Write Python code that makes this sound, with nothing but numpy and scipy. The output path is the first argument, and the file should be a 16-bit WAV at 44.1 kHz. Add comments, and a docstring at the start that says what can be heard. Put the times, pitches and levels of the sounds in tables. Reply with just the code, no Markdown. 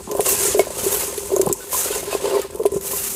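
"""Wet vegetable slices in an aluminium pot

A hand sweeps salted slices round the pot, lifts them and lets them drop. Friction of salt, juice and
slices on the metal makes a bright hiss. Slices and knuckles strike the pot and excite its modes, the
lowest booming near 400 Hz. Wet snaps spit in the treble and pockets of juice pop, over a low rumble
that leans to the left."""
import sys
import numpy as np
from scipy import signal
from scipy.fft import rfft, irfft
from scipy.io import wavfile

SR = 44100
rng = np.random.default_rng(int(sys.argv[2]) if len(sys.argv) > 2 else 0)


def waveform_to_disk(signal):
    """Save audio, clipped to [-1, 1], as 16-bit WAV at the path in sys.argv[1]."""
    frames = np.transpose(np.atleast_2d(signal))
    scaled = np.clip(frames, -1, 1) * 32767
    samples = np.round(scaled).astype(np.int16)
    wavfile.write(sys.argv[1], SR, samples)


N = 138915


def sweep():
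    """Friction noise: salt, juice and slices drag over the metal in dense micro-impacts and tiny pops."""
    # course of the hand: (time [s], hiss [dB], sizzle [dB], scrape [dB], patter [dB])
    strokes = [(0, -45, -50, -49, -31.5), (0.05, -41, -54, -48, -60), (0.095, -45, -53, -48, -32.5),
               (0.185, -40, -39, -44.5, -29.5), (0.225, -28.5, -39, -40, -29), (0.24, -32, -29, -39.5, -37),
               (0.262, -20, -29, -27, -23), (0.29, -21, -21, -29, -27), (0.32, -19.5, -21.5, -30.5, -29.5),
               (0.36, -23.5, -27.5, -31, -32.5), (0.47, -20, -28, -30, -30.5), (0.54, -25, -34, -31.5, -36),
               (0.565, -36, -41, -37, -30), (0.585, -28, -27, -39.5, -32), (0.62, -30, -37, -32, -27),
               (0.645, -42.5, -46, -42, -33), (0.7, -35.5, -45, -41.5, -37), (0.8, -30.5, -34, -36, -33),
               (0.85, -25.5, -28.5, -34.5, -33), (0.9, -27.5, -32, -33.5, -33),
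               (0.93, -25.5, -22.5, -33, -27), (1.03, -26.5, -28.5, -30.5, -31),
               (1.08, -28, -34, -37.5, -33), (1.11, -33.5, -40, -38.5, -32.5),
               (1.2, -34.5, -41, -43, -39.5), (1.44, -38.5, -41, -43, -27.5), (1.51, -45, -50, -44.5, -41),
               (1.56, -35.5, -44, -49, -37), (1.63, -41.5, -45, -44, -42.5), (1.71, -35.5, -36, -43, -37.5),
               (1.73, -26, -25, -32.5, -40), (1.79, -22.5, -25.5, -32.5, -35),
               (1.9, -30.5, -34, -33.5, -32), (1.96, -27, -32.5, -32.5, -30),
               (2.035, -37.5, -40, -40.5, -36), (2.1, -35.5, -42, -35, -28), (2.14, -31.5, -36, -32, -36),
               (2.19, -38.5, -46, -39.5, -34), (2.26, -34, -40.5, -34.5, -25.5),
               (2.4, -39, -42, -36, -23.5), (2.49, -50.5, -56, -47, -46), (2.6, -47, -47, -54, -33.5),
               (2.69, -50, -64, -51, -40.5), (2.75, -35, -43, -47, -31), (2.8, -43, -48, -49.5, -41.5),
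               (2.85, -31, -32, -40, -35), (2.95, -28, -27, -36.5, -37.5), (3.05, -27, -28, -34, -45),
               (3.15, -29.5, -32, -39, -35)]
    # spectra of the bright, topmost and duller friction bands: (frequency [Hz], relative level [dB])
    hiss_spectrum = [(4500, -23), (5300, -9.5), (6500, -2.5), (8300, 0), (10000, -4), (11200, -21.5),
                     (12500, -26)]
    sizzle_spectrum = [(9000, -27), (10200, 0), (11500, 2.5), (13500, 2), (15100, -3.5), (16000, -6)]
    scrape_spectrum = [(700, 5.5), (1200, 1), (2200, 0), (2750, 3), (3200, 0.5), (5000, 2), (6500, -14.5)]
    hiss_db, sizzle_db, scrape_db, patter_db = in_time(strokes)
    flicker_db = 1.4 * drift(rate_hz=50)
    salt, slices = (grains(per_s=8300, spread_db=0.5) for _ in range(2))
    hiss = unit(colour(salt, hiss_spectrum) + amp(-9.5) * pops(6200, 11000, cycles=610))
    sizzle = colour(salt, sizzle_spectrum)
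    scrape = unit(colour(slices, scrape_spectrum) + amp(-6) * pops(1247.3, 4788, cycles=204))
    out = amp(flicker_db) * (amp(hiss_db) * hiss + amp(sizzle_db) * sizzle)
    out += amp(scrape_db + 1.07 * flicker_db) * scrape
    return out + amp(patter_db) * patter()


def pops(low_hz, high_hz, cycles):
    """Constant-Q resonance: each tiny pop rings at one of 16 pitches, falling 60 dB in `cycles` periods."""
    clicks = grains(per_s=330, spread_db=3.9)
    choice = rng.integers(0, 16, N)
    pitches = np.geomspace(low_hz, high_hz, 16)
    return unit(sum(ring(clicks * (choice == k), hz, cycles / hz) for k, hz in enumerate(pitches)))


def patter():
    """Random excitation of modes: loose slices tap the pot, each tap driving the modes unequally."""
    # modes of the pot: (frequency [Hz], relative gain [dB], T60 [s])
    pot_modes = [(400, -0.5, 0.13), (521, 6, 0.03), (669.4, -15.5, 0.17), (906, -0.5, 0.026),
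                 (1016, -9.5, 0.089)]
    taps = grains(per_s=270, spread_db=3.5)
    out = np.zeros(N)
    for hz, db, t60 in pot_modes:
        force = taps * rng.uniform(0.078, 1, N) + 0.033 * rng.standard_normal(N)
        out += amp(db) * ring(force, hz, t60)
    return unit(bandpass(out, 310, 1250, order=3))


def thuds():
    """Modal response: a soft blow drives three modes of the pot while it pushes; then they decay freely."""
    # Where the slices lie and the hand rests shifts the two lowest modes from blow to blow.
    # blows: (time [s], boom level [dB], push [s], boom T60 [s], boom frequency [Hz],
    # second mode [Hz], second mode level [dB re boom], third mode drive [dB re boom])
    blows = [(0.074, -29, 0.0036, 0.035, 395, 850, 0.5, -10),
             (0.099, -24, 0.006, 0.058, 400, 560, -17, -12),
             (0.116, -17, 0.0032, 0.058, 414, 550, -0.5, -20), (0.15, -17, 0.0032, 0.054, 400, 565, 5, -16),
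             (0.193, -9.5, 0.0052, 0.066, 421, 710, 0.5, -16.5),
             (0.262, -23, 0.022, 0.1, 393.6, 573, 0.5, -19), (0.284, -29, 0.0082, 0.061, 400, 560, 5, 0),
             (0.324, -18.5, 0.0074, 0.066, 410, 553, -10, -21),
             (0.428, -20.5, 0.0054, 0.065, 400, 525, -23, -18),
             (0.449, -17, 0.0075, 0.049, 406, 535, -17, -18), (0.48, -15, 0.0047, 0.06, 393, 525, -21, -30),
             (0.5443, -10.5, 0.0082, 0.13, 406, 560, -2.5, -27),
             (0.57, -12, 0.011, 0.093, 390.4, 560, -7, -45), (0.592, -6, 0.013, 0.042, 400, 648, 1, -21.5),
             (0.613, -18.5, 0.0062, 0.061, 410, 554, 1, -31),
             (0.669, -28, 0.0059, 0.042, 386, 600, 10.5, -11),
             (0.703, -30, 0.0096, 0.039, 385, 585, 9, -14), (0.832, -26.5, 0.015, 0.08, 404, 550, 2, -15),
             (0.862, -10, 0.008, 0.068, 396, 630, -15, -40), (0.942, -22, 0.0058, 0.12, 420, 530, -22, -10),
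             (1.078, -22.5, 0.0044, 0.067, 401, 520, -24, -14),
             (1.177, -18, 0.0076, 0.043, 410, 537, -26, -36),
             (1.316, -16.5, 0.0099, 0.088, 382, 600, 0.5, -29),
             (1.332, -10.5, 0.013, 0.044, 395.5, 530, -19, -45),
             (1.364, -13.5, 0.012, 0.05, 379, 590, 0, -16.5),
             (1.393, -7.5, 0.013, 0.031, 386, 593, -6.5, -31),
             (1.427, -16.5, 0.009, 0.023, 375, 570, -12, -21),
             (1.456, -16.5, 0.015, 0.03, 398, 590, -4, -31),
             (1.47, -15, 0.0045, 0.046, 497, 830, 2.5, -12.5),
             (1.496, -16, 0.0036, 0.089, 367.3, 806, -4, -13),
             (1.511, -13, 0.0041, 0.07, 391, 530, -38, -25),
             (1.729, -32.5, 0.0045, 0.036, 393, 557, 10.5, 4),
             (1.745, -35.5, 0.0061, 0.028, 395, 595, 9, 12.5),
             (1.856, -28, 0.0072, 0.027, 415, 540, 4, -23), (1.903, -16.5, 0.008, 0.036, 420, 550, -8, -35),
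             (1.954, -22.5, 0.01, 0.026, 433, 710, -10, -15), (2.028, -24, 0.0063, 0.055, 370, 650, 1, -19),
             (2.073, -21, 0.0073, 0.11, 413, 544, -10, -24), (2.127, -23.5, 0.0096, 0.06, 388, 640, 7, -6),
             (2.148, -10.5, 0.0041, 0.046, 412, 657, -5, -18),
             (2.241, -21, 0.0054, 0.035, 416, 540, -32, -18),
             (2.273, -17.5, 0.0061, 0.028, 432, 553, -8, -22),
             (2.299, -20, 0.0054, 0.034, 418, 544, -6, -25),
             (2.342, -14.5, 0.01, 0.094, 410, 543, -22, -12.5),
             (2.359, -17, 0.012, 0.06, 420, 540, -23, -21), (2.389, -14, 0.01, 0.046, 402, 535, -1.5, -21),
             (2.446, -22, 0.0063, 0.056, 404, 536, -5, -16),
             (2.547, -22.5, 0.01, 0.029, 398, 640, -18, -22),
             (2.596, -13.5, 0.0097, 0.041, 453, 540, -11, -46),
             (2.611, -15.5, 0.0098, 0.028, 398, 550, -8, -43),
             (2.636, -27, 0.0098, 0.044, 431, 600, -18, -30),
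             (2.652, -6, 0.011, 0.056, 405, 645, -5.5, -21.5),
             (2.719, -16, 0.0065, 0.06, 406, 560, -17, -27), (2.737, -16, 0.0091, 0.056, 407, 516, -7, -31),
             (2.761, -12.5, 0.0069, 0.074, 392, 565, -8.5, -33),
             (2.932, -23.5, 0.0046, 0.044, 405, 617, -4, -7)]
    # third mode of the pot: (mean frequency [Hz], gain [dB], T60 [s])
    third_mode = (1025, 5.8, 0.06)
    third_hz, third_gain_db, third_t60 = third_mode
    second_t60, rise_share = 0.02, 0.17
    out = np.zeros(N)
    for start, db, push, boom_t60, boom_hz, second_hz, second_db, third_db in blows:
        detune = 1 + 0.02 * rng.standard_normal()
        modes = [(boom_hz, 0, boom_t60),
                 (second_hz, second_db, second_t60),
                 (third_hz * detune, third_gain_db + third_db, third_t60)]
        for hz, mode_db, t60 in modes:
            hold = push * min(1, boom_hz / hz) ** 2  # higher modes are driven more briefly
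            rise = max(rise_share * hold, 0.5 / hz)
            add(out, start, amp(db + mode_db) * tone(hz, rise, t60, hold))
    return out


def bumps():
    """Whole-body vibration: heavier nudges shake the entire pot in a low, quickly damped tone."""
    # nudges: (time [s], peak level [dB], frequency [Hz])
    nudges = [(0.075, -26.5, 211), (0.191, -28, 183), (0.831, -28, 196), (1.47, -14, 171),
              (1.495, -22, 150), (1.516, -26, 243), (2.718, -32, 110), (2.756, -19.5, 179)]
    out = np.zeros(N)
    for start, db, hz in nudges:
        add(out, start, amp(db) * tone(hz, rise=0.0019, t60=0.032))
    return out


def snaps():
    """Broadband transients: each wet snap is a crack, then a fizz of noise with a resonant peak."""
    # wet snaps: (time [s], relative level [dB], centre [Hz], fizz T60 [s], relative dull level [dB])
    bursts = [(0.1134, -13.5, 6660, 0.053, -21.5), (0.143, -24, 8780, 0.04, -38),
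              (0.151, -18, 7660, 0.038, -35), (0.167, -19, 9890, 0.048, -44),
              (0.1728, -18, 9700, 0.018, -21.5), (0.206, -6.5, 10000, 0.06, -24),
              (0.591, -13, 8000, 0.035, -20), (0.5946, -6, 7460, 0.018, -15),
              (0.6589, -20, 7050, 0.034, -36), (1.177, -13, 10000, 0.069, -18.5),
              (1.271, -18, 8600, 0.04, -26), (1.363, -9, 6700, 0.044, -30),
              (1.3833, -18, 10400, 0.028, -39), (1.4144, -1.5, 7300, 0.028, -27),
              (1.4626, -10, 9500, 0.029, -33), (1.477, -18, 12000, 0.025, -30),
              (1.488, -14, 7500, 0.053, -21), (1.516, -27, 8000, 0.03, -26), (1.5265, -3, 7550, 0.04, -36),
              (1.5302, -10, 7600, 0.041, -39), (1.721, -15, 10000, 0.053, -34),
              (2.4165, -14.5, 7500, 0.046, -22), (2.508, -26.5, 8300, 0.027, -40),
              (2.5468, -27, 9400, 0.036, -42), (2.558, -19, 8500, 0.03, -29),
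              (2.6333, -21, 10100, 0.035, -22), (2.6543, -18, 10700, 0.042, -22),
              (2.661, -12, 9500, 0.056, -21.5), (2.7187, -20, 9090, 0.054, -35),
              (2.811, -14.5, 7040, 0.02, -29)]
    rise_s, length = 0.00018, SR // 4
    crack = amp(-3) * envelope(rise_s, t60=0.004)
    out = np.zeros(N)
    for start, db, hz, t60, dull_db in bursts:
        sputter_db = 2 * np.repeat(rng.standard_normal(length // 40 + 1), 40)  # steps of about 1 ms
        white = rng.standard_normal(length) * amp(sputter_db[:length])
        bright = bandpass(white, 6200, 14500, order=3)
        dull = bandpass(white, 1200, 5000, order=2)
        peak = signal.lfilter(*signal.iirpeak(hz, Q=14, fs=SR), bright)
        noise = unit(unit(peak) + 0.96 * unit(bright)) + amp(dull_db + 13.5) * unit(dull)
        add(out, start, amp(db - 12) * (crack + envelope(rise_s, t60)) * noise)
    return out


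def pips():
    """Damped oscillation: a pocket of juice pops and rings as a short wet tone; a hard blow also sets off a
    brief metallic clank."""
    # short tones: (time [s], peak level [dB], frequency [Hz]); the row at 0.593 s is the metallic clank of the
    # hard blow there, the others are pockets of juice popping
    pings = [(0.283, -26, 2710), (0.593, -19.5, 2200), (1.931, -31.5, 3750), (1.933, -33, 2750),
             (2.124, -29, 2550)]
    out = np.zeros(N)
    for start, db, hz in pings:
        add(out, start, amp(db) * tone(hz, rise=0.0016, t60=0.081))
    return out


def rumble():
    """Interchannel level difference: low, lumpy noise whose deepest part is stronger on the left."""
    # course of the rumble: (time [s], level [dB])
    swells = [(0, -40.5), (.12, -42), (.3, -35), (1.3, -41), (1.5, -35), (1.57, -42.5), (1.68, -48.5),
              (1.74, -37.5), (2.3, -39), (2.5, -43.5), (2.75, -40), (3.15, -38)]
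    # spectrum of the rumble: (frequency [Hz], relative level [dB])
    spectrum = [(20, -15), (60, 2), (80, -1), (128, -7), (173, -2), (263, -6.5), (320, -12.5), (420, 5.5),
                (700, -120)]
    level_db, = in_time(swells)
    mid, uncorrelated = (colour(rng.standard_normal(N), spectrum) for _ in range(2))
    hz = np.arange(N // 2 + 1) * SR / N
    side = amp(-13) * mid + amp(-26) * uncorrelated
    side = irfft(rfft(side) / (1 + (hz / 150) ** 4), N)  # the lean fades above 150 Hz
    return amp(level_db + 0.99 * drift(rate_hz=3)) * np.array([mid + side, mid - side])


def amp(db):
    """Amplitude ratio of a level in decibels."""
    return 10 ** (np.asarray(db) / 20)


def unit(x):
    """Normalisation to an rms of 1."""
    return x / np.sqrt(np.mean(x ** 2) + 1e-20)


def in_time(rows):
    """Linear interpolation of each level column at every sample."""
    times, *columns = np.transpose(rows)
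    return [np.interp(np.arange(N) / SR, times, column) for column in columns]


def colour(x, spectrum):
    """Spectral shaping, with a gain of -60 dB outside the given points; rms 1."""
    hz, db = np.transpose(spectrum)
    log_hz = np.log(np.arange(N // 2 + 1) * SR / N + 1)
    gain_db = np.interp(log_hz, np.log(hz), db, left=-60, right=-60)
    return unit(irfft(rfft(x) * amp(gain_db), N))


def bandpass(x, low_hz, high_hz, order):
    """Band limiting with a maximally flat passband."""
    return signal.sosfilt(signal.butter(order, [low_hz, high_hz], "band", fs=SR, output="sos"), x)


def drift(rate_hz):
    """Slow random fluctuation: low-passed noise of rms 1."""
    r = np.exp(-2 * np.pi * rate_hz / SR)
    return unit(signal.lfilter([1], [1, -2 * r, r * r], rng.standard_normal(N + SR))[SR:])


def grains(per_s, spread_db):
    """Shot noise: independent clicks of uneven size and sign."""
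    size = amp(spread_db * np.minimum(rng.exponential(1, N), 4)) * rng.choice([-1, 1], N)
    return size * (rng.random(N) < per_s / SR)


def ring(clicks, hz, t60):
    """Two-pole resonator: each click starts a decaying sine."""
    r, w = amp(-60 / (t60 * SR)), 2 * np.pi * hz / SR
    return signal.lfilter([0, np.sin(w)], [1, -2 * r * np.cos(w), r * r], clicks + 1e-18)


def envelope(rise, t60, hold=0):
    """Smooth onset and exponential decay after a hold (all in s); a quarter second long, peak 1."""
    t = np.arange(SR // 4) / SR
    onset = (1 - np.exp(-t / rise)) ** 2
    curve = onset * amp(-60 * np.maximum(t - hold, 0) / t60)
    return curve / curve.max()


def tone(hz, rise, t60, hold=0):
    """A single damped mode: a sine that swells and dies away."""
    t = np.arange(SR // 4) / SR
    return envelope(rise, t60, hold) * np.sin(2 * np.pi * hz * t)


def add(out, start, piece):
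    """Superposition of a sound from `start` seconds on."""
    i = int(start * SR)
    out[i:i + len(piece)] += piece[:len(out) - i]


def scene():
    """Sources add linearly: the pot in the centre, over the rumble and a faint microphone hiss."""
    pot = thuds() + bumps() + snaps() + pips() + sweep()
    return pot + rumble() + amp(-60) * rng.standard_normal(N)


def record(dry):
    """Limited bandwidth and range: the microphone drops the deepest bass, clips and cuts the top."""
    bass_cut = signal.butter(3, 38, "high", fs=SR, output="sos")
    treble_cut = signal.cheby2(16, 60, 16050, fs=SR, output="sos")
    clipped = np.clip(signal.sosfilt(bass_cut, dry), -1, 1)
    return signal.sosfilt(treble_cut, clipped)


dry = scene()
out = record(dry)
waveform_to_disk(out)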